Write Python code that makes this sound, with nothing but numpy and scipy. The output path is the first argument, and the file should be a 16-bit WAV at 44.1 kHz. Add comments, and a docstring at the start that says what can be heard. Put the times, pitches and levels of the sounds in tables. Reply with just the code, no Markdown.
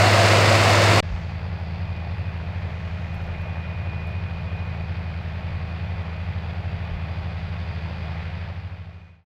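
"""A farm field: a six-cylinder tractor hauls a cultivator close by, and after a second the scene cuts to
two distant tractors. Periodic exhaust pulses give each engine a low drone; the distant firing notes
beat against each other over diesel clatter and gear whine. Tines scrape through soil, the machinery has
a bright metallic ring, and friction makes a dry roller bearing squeal. Light wind buffets the
microphone, a few faint ticks sound nearby, and the sound fades out."""
import sys
import numpy as np
from scipy import signal
from scipy.fft import rfft, irfft, next_fast_len
from scipy.io import wavfile

SR = 44100
rng = np.random.default_rng(int(sys.argv[2]) if len(sys.argv) > 2 else 0)


def int16_out(signal):
    """Quantize to a 16-bit WAV file."""
    q = np.round(np.clip(np.atleast_2d(signal).T, -1, 1) * 32767)
    wavfile.write(sys.argv[1], SR, q.astype(np.int16))


N = 407915
T = np.arange(N) / SR

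NEAR_END_S, FAR_START_S = 1.005, 1.025
FADE_FROM_S, FADE_TO_S = 8.12, 9.248

# Engine speeds: time_s, firing_rate_hz
NEAR_FIRING = [(0, 101.9), (1, 101.9)]   # steady
SLOW_FIRING = [(2.9, 82.3), (5.4, 81.93), (7.9, 81.18)]   # the slower distant engine sags under load
FAST_FIRING = [(4.6, 92.95), (6.3, 92.35), (8.6, 94.0)]   # the faster one dips and picks up
# Tones at multiples of the four-stroke cycle rate, order 6 being the firing note: order, level_db
NEAR_TONES = [(4, -55), (5, -36), (6, -19.5), (7, -34), (9, -46.5), (10, -55), (11, -43.5), (12, -45),
              (14, -39), (16, -53.5), (17, -47), (20, -44), (26, -44.5), (27, -40.5), (28, -44),
              (32, -44.5), (47, -41), (54, -41), (57, -38), (75, -61.5), (76, -41)]   # low exhaust drone and faint higher whines
SLOW_TONES = [(3, -59), (4, -61), (6, -31.5), (7, -42), (8, -43), (9, -48), (10, -46.5), (12, -39.5),
              (13, -73), (14, -45.5), (15, -57), (16, -61), (18, -61.5), (20, -68), (22, -62.5),
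              (24, -62.5), (30, -61.5), (32, -60), (33, -71), (34, -67.5), (36, -60.5), (38, -59.5),
              (39, -65.5), (40, -61.5), (42, -69.5), (44, -63), (46, -67.5), (50, -62.5), (51, -65.5)]
FAST_TONES = [(6, -37.5), (7, -53), (8, -61), (9, -53.5), (12, -59.5), (16, -81.5)]
# Relative knock of each cylinder, in firing order: strength_db
CYLINDER_KNOCK = [1, -7.5, -2, 2.5, 2, -7]
# Transmission tones: pitch_hz, width_hz, level_db
NEAR_GEAR_TONES = [(677, 1.5, -30), (743, 4, -36), (582, 4, -37), (1017, 5, -40), (1324, 5, -41),
                   (1423, 5, -43), (1743, 5, -44), (2112, 12, -39), (4400, 70, -41)]
FAR_GEAR_TONES = [(628, 6, -58), (1093, 5, -60), (2013, 12, -60), (2497, 18, -58), (2668, 16, -61)]

# Shapes of noise spectra: frequency_hz, relative_density_db
ROAR_SPECTRUM = [(15, -31), (35, -13.5), (130, -3), (215, -3), (270, -12.5), (330, -3), (440, -5.5),
                 (560, 1.5), (690, 0), (850, -7), (1050, -4.5), (1800, -8), (2150, -5.5), (3300, -21)]   # near engine roar and fan rush
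NEAR_SOIL_SPECTRUM = [(1200, -16.5), (2300, -6), (2750, 0), (3270, -7), (3560, -2.5), (4000, -5.5),
                      (4400, -3.5), (5100, -4.5), (5500, -10.5), (7800, -13), (10500, -25), (13000, -29.5),
                      (15700, -33)]   # soil rushing over the near tines
CLATTER_SPECTRUM = [(180, -16.5), (250, -10), (370, -5), (480, -6), (640, 0), (860, -1), (1020, -6),
                    (1400, -10.5), (2000, -22.5), (3500, -36)]   # distant combustion noise
INJECTOR_SPECTRUM = [(3000, -14.5), (3450, -1), (4000, -10), (4350, -2), (4780, -2), (5000, -5.5),
                     (5300, -15.5), (6500, -27.5)]
RUMBLE_SPECTRUM = [(10, -34), (22, -9.5), (36, -1), (75, -0.5), (140, 0.5), (160, 0.5), (185, -5.5),
                   (215, -22.5), (300, -47)]
FAR_SOIL_SPECTRUM = [(700, -21), (1200, -3.5), (1650, 0), (2050, 0), (2300, 0), (2600, -4), (2850, -5.5),
                     (3500, -11), (4100, -12.5), (4600, -15.5), (5300, -23), (6500, -36)]
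HISS_SPECTRUM = [(4000, -14), (5400, 4.5), (6300, 0.5), (7500, -5.5), (9000, -16.5), (12000, -26)]
RING_SPECTRUM = [(2500, -1), (2700, -3), (2900, -7), (3150, -2), (3450, 2), (3750, -7), (4550, -13),
                 (4770, -1), (4950, -20)]   # bright metallic ring from the distant machinery
TICK_SPECTRUM = [(7000, -5), (12000, -5), (13700, 3), (14800, -12)]
FLOOR_SPECTRUM = [(100, 0), (16000, 0.0015)]

# Course of the distant injector tick: time_s, relative_level_db
INJECTOR_LEVELS = [(1.2, -59), (1.8, -57), (2.4, -65.5), (3.8, -68), (4.9, -63), (6.9, -63.5), (8.0, -57.5),
                   (9.0, -63)]
# Passing changes of level: centre_s, half_length_s, change_db
SOIL_LOADS = [(1.8, .38, -1.5), (8.36, 0.2, 3)]   # the distant tines meet lighter or heavier soil
HISS_RISES = [(1.15, 0.16, 11), (2.95, 0.31, 6), (9.1, .15, 6)]
RING_RISES = [(6.2, .7, 8), (7.8, 0.66, 8.5)]   # the ring swells in the second half
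BEARING_BINDS = [(1.15, 0.41, -12), (2.03, .08, 5), (3.35, .12, 4.5), (4.05, 0.42, 10.5), (8.2, .25, 3),
                 (9.1, .08, 6)]   # the bearing binds and squeals louder, or runs free
# Low thuds and rumbles of wind: centre_s, half_length_s, pitch_hz, level_db
WIND_PUFFS = [(1.132, .022, 57, -25.5), (3.3, .12, 32.6, -40), (5.52, .05, 36, -42),
              (6.937, .022, 49.9, -32)]
# Faint dry ticks close by: start_s, relative_level_db, decay_s
DRY_TICKS = [(2.181, -64, .004), (2.376, -64, .004), (3.143, -60, .013), (3.22, -63, .008),
             (3.238, -65, .005), (3.267, -64, .006), (3.415, -60, .003), (4.072, -54, .003),
             (4.088, -64, .006)]


def from_db(db):
    """Amplitude grows tenfold for every 20 dB."""
    return 10 ** (np.asarray(db) / 20)


def unit_rms(x):
    """Dividing a signal by its rms gives it unit power."""
    return x / np.sqrt(np.mean(x ** 2) + 1e-20)


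def curve(rows):
    """Linear interpolation turns (time, value) rows into a value for every sample."""
    times, values = np.transpose(rows)
    return np.interp(T, times, values)


def swells(rows):
    """Gaussian rises and dips add up to a change of level in dB."""
    return sum(db * np.exp(-.5 * ((T - centre) / half_length) ** 2) for centre, half_length, db in rows)


def noise(gain_at):
    """Filtered white noise takes the amplitude spectrum gain_at(hz); its rms is 1."""
    size = next_fast_len(N, True)
    hz = np.maximum(np.arange(size // 2 + 1) * SR / size, 1)
    return unit_rms(irfft(rfft(rng.standard_normal(size)) * gain_at(hz), size)[:N])


def coloured(spectrum):
    """Band-limited noise follows a spectrum table and falls 24 dB per octave beyond its ends."""
    points_hz, db = np.transpose(spectrum)
    skirts = lambda hz: np.minimum(1, np.minimum(hz / points_hz[0], points_hz[-1] / hz)) ** 4
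    return noise(lambda hz: from_db(np.interp(np.log(hz), np.log(points_hz), db)) * skirts(hz))


def drift(rate_hz):
    """Low-pass noise is a slow random fluctuation of rms 1."""
    return noise(lambda hz: 1 / (1 + (hz / rate_hz) ** 2))


def crank(firing_rates, jitter):
    """Phase is the integral of rate, here counted in four-stroke cycles of six firings."""
    firing_hz = curve(firing_rates) * (1 + jitter * drift(5))
    return np.cumsum(firing_hz) / SR / 6 + rng.random()


def engine_tones(cycles, tones, lag_turns=1 / 16):
    """Sines at multiples of the cycle rate sum to a low exhaust drone and faint higher whines."""
    return np.sqrt(2) * sum(from_db(db) * np.sin(2 * np.pi * (order * cycles - lag_turns * order ** 2))
                            for order, db in tones)   # higher orders are delayed more


def knock(cycles, depth, sharpness=2):
    """Combustion modulates amplitude: the envelope swells at each firing, as strong as its cylinder."""
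    firings = cycles * len(CYLINDER_KNOCK)
    strength = from_db(CYLINDER_KNOCK)[firings.astype(int) % len(CYLINDER_KNOCK)]
    return unit_rms(1 + depth * strength * abs(np.sin(np.pi * firings)) ** sharpness)


def whine(pitch_hz, width_hz, waver_db=3.0):
    """Random modulation of pitch and amplitude broadens a tone into a narrow band."""
    turns = np.cumsum(pitch_hz + width_hz / 2 * drift(2 * width_hz)) / SR
    return unit_rms(np.sin(2 * np.pi * turns) * from_db(waver_db * drift(width_hz)))


def gears(tones):
    """Meshing gears radiate narrow tones, which superpose as transmission whine."""
    return sum(from_db(db) * whine(pitch_hz, width_hz) for pitch_hz, width_hz, db in tones)


def near_tines(level_db=-25):
    """Friction of soil on tines gives broadband noise; rapid modulation makes it gritty."""
    grit = unit_rms(from_db(drift(150)))
    return from_db(level_db) * coloured(NEAR_SOIL_SPECTRUM) * grit


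def near_tractor(roar_db=-18):
    """One crank times both the firing note and the pulsing roar; soil and gear noise add to them."""
    cycles = crank(NEAR_FIRING, jitter=0.0017)
    roar = from_db(roar_db) * coloured(ROAR_SPECTRUM) * knock(cycles, depth=.25)
    return engine_tones(cycles, NEAR_TONES) + roar + near_tines() + gears(NEAR_GEAR_TONES)


def diesel_clatter(cycles, level_db=-43.5, air_waver_db=0.85):
    """Combustion noise pulses at the firing rate; moving air along its path makes the level waver."""
    gain = from_db(level_db + air_waver_db * drift(5.5))
    return gain * coloured(CLATTER_SPECTRUM) * knock(cycles, depth=0.62)


def injectors(cycles, gain_db=1.5):
    """Fuel injection gives a short pulse of bright noise at every firing."""
    gain = from_db(curve(INJECTOR_LEVELS) + gain_db + drift(6.7))
    return gain * coloured(INJECTOR_SPECTRUM) * knock(cycles, depth=1.0, sharpness=5.5)


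def cooling_fan(cycles, level_db=-42, passes_per_cycle=6.965):
    """A belt-driven fan hums at its blade-passing frequency, proportional to engine speed."""
    return from_db(level_db) * unit_rms(np.sin(2 * np.pi * passes_per_cycle * cycles))


def far_tines(cycles, soil_db=-45, clod_db=0.48, hiss_db=-74):
    """Friction noise of tines in clods mixes with the top of the engine's knock and a high hiss."""
    gain = from_db(soil_db + swells(SOIL_LOADS) + clod_db * drift(40))
    scrape = gain * coloured(FAR_SOIL_SPECTRUM) * knock(cycles, depth=0.35)
    hiss = from_db(hiss_db + swells(HISS_RISES)) * coloured(HISS_SPECTRUM)
    return scrape + hiss


def metallic_ring(level_db=-66, flicker_db=3.5):
    """Noise with spectral peaks near 3.4 and 4.8 kHz is heard as a bright ring from the machinery."""
    return from_db(level_db + swells(RING_RISES) + flicker_db * drift(60)) * coloured(RING_SPECTRUM)


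def roller_squeal(pitch_hz=2457, level_db=-55.5, flutter_db=1.4, wander_db=1.8):
    """Stick-slip friction in a dry bearing sustains a tone that flutters as it catches and lets go."""
    grip = unit_rms(from_db(flutter_db * drift(35) + wander_db * drift(3.7)))
    return from_db(level_db + swells(BEARING_BINDS)) * grip * whine(pitch_hz, width_hz=16, waver_db=1.0)


def far_tractors(fast_gain_db=2, rumble_db=-41):
    """Two engines at slightly different speeds beat at the difference of their firing rates."""
    slow, fast = crank(SLOW_FIRING, jitter=0.00097), crank(FAST_FIRING, jitter=.003)
    drone = engine_tones(slow, SLOW_TONES) + from_db(fast_gain_db) * engine_tones(fast, FAST_TONES)
    hum = cooling_fan(slow)   # just above the faster engine's firing note, so the two beat slowly
    clatter = diesel_clatter(slow) + injectors(slow)
    rumble = from_db(rumble_db) * coloured(RUMBLE_SPECTRUM)
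    machinery = gears(FAR_GEAR_TONES) + far_tines(slow) + metallic_ring() + roller_squeal()
    return drone + hum + clatter + rumble + machinery


def wind(pitch_wander=.12):
    """Each puff of air on the microphone swings the pressure for a few uneven cycles."""
    uneven_time = np.cumsum(1 + pitch_wander * drift(15)) / SR
    pressure = np.zeros(N)
    for centre, half_length, hz, db in WIND_PUFFS:
        envelope = from_db(db) * np.exp(-.5 * ((T - centre) / half_length) ** 2)
        pressure += envelope * np.sqrt(2) * np.sin(2 * np.pi * (hz * uneven_time + rng.random()))
    return pressure


def ticks(gain_db=-3):
    """Bright noise with a sudden onset and fast exponential decay is heard as a tiny snap."""
    envelope = sum(from_db(db + gain_db) * (T >= start) * np.exp(-abs(T - start) / decay)
                   for start, db, decay in DRY_TICKS)
    return envelope * coloured(TICK_SPECTRUM)


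def scene(floor_db=-76, ramp_s=0.0027):
    """Sources superpose, alike in both ears: the near tractor, a short gap, then the distant pair."""
    floor = from_db(floor_db) * coloured(FLOOR_SPECTRUM)
    far = far_tractors() + wind() + ticks() + floor
    near_gate = np.clip((NEAR_END_S - T) / ramp_s, 0, 1)
    far_gate = np.clip((T - FAR_START_S) / ramp_s, 0, 1)
    mono = near_tractor() * near_gate + far * far_gate
    return np.array([mono, mono])


def record(dry, low_cut_hz=12, high_cut_hz=15700):
    """The amplitude falls linearly to silence at the end, and two filters limit the bandwidth."""
    fade = np.clip((FADE_TO_S - T) / (FADE_TO_S - FADE_FROM_S), 0, 1)
    high_pass = signal.butter(1, low_cut_hz, "high", fs=SR, output="sos")
    low_pass = signal.ellip(12, .1, 80, high_cut_hz, fs=SR, output="sos")
    return signal.sosfilt(low_pass, signal.sosfilt(high_pass, dry * fade))


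dry = scene()
out = record(dry)
int16_out(out)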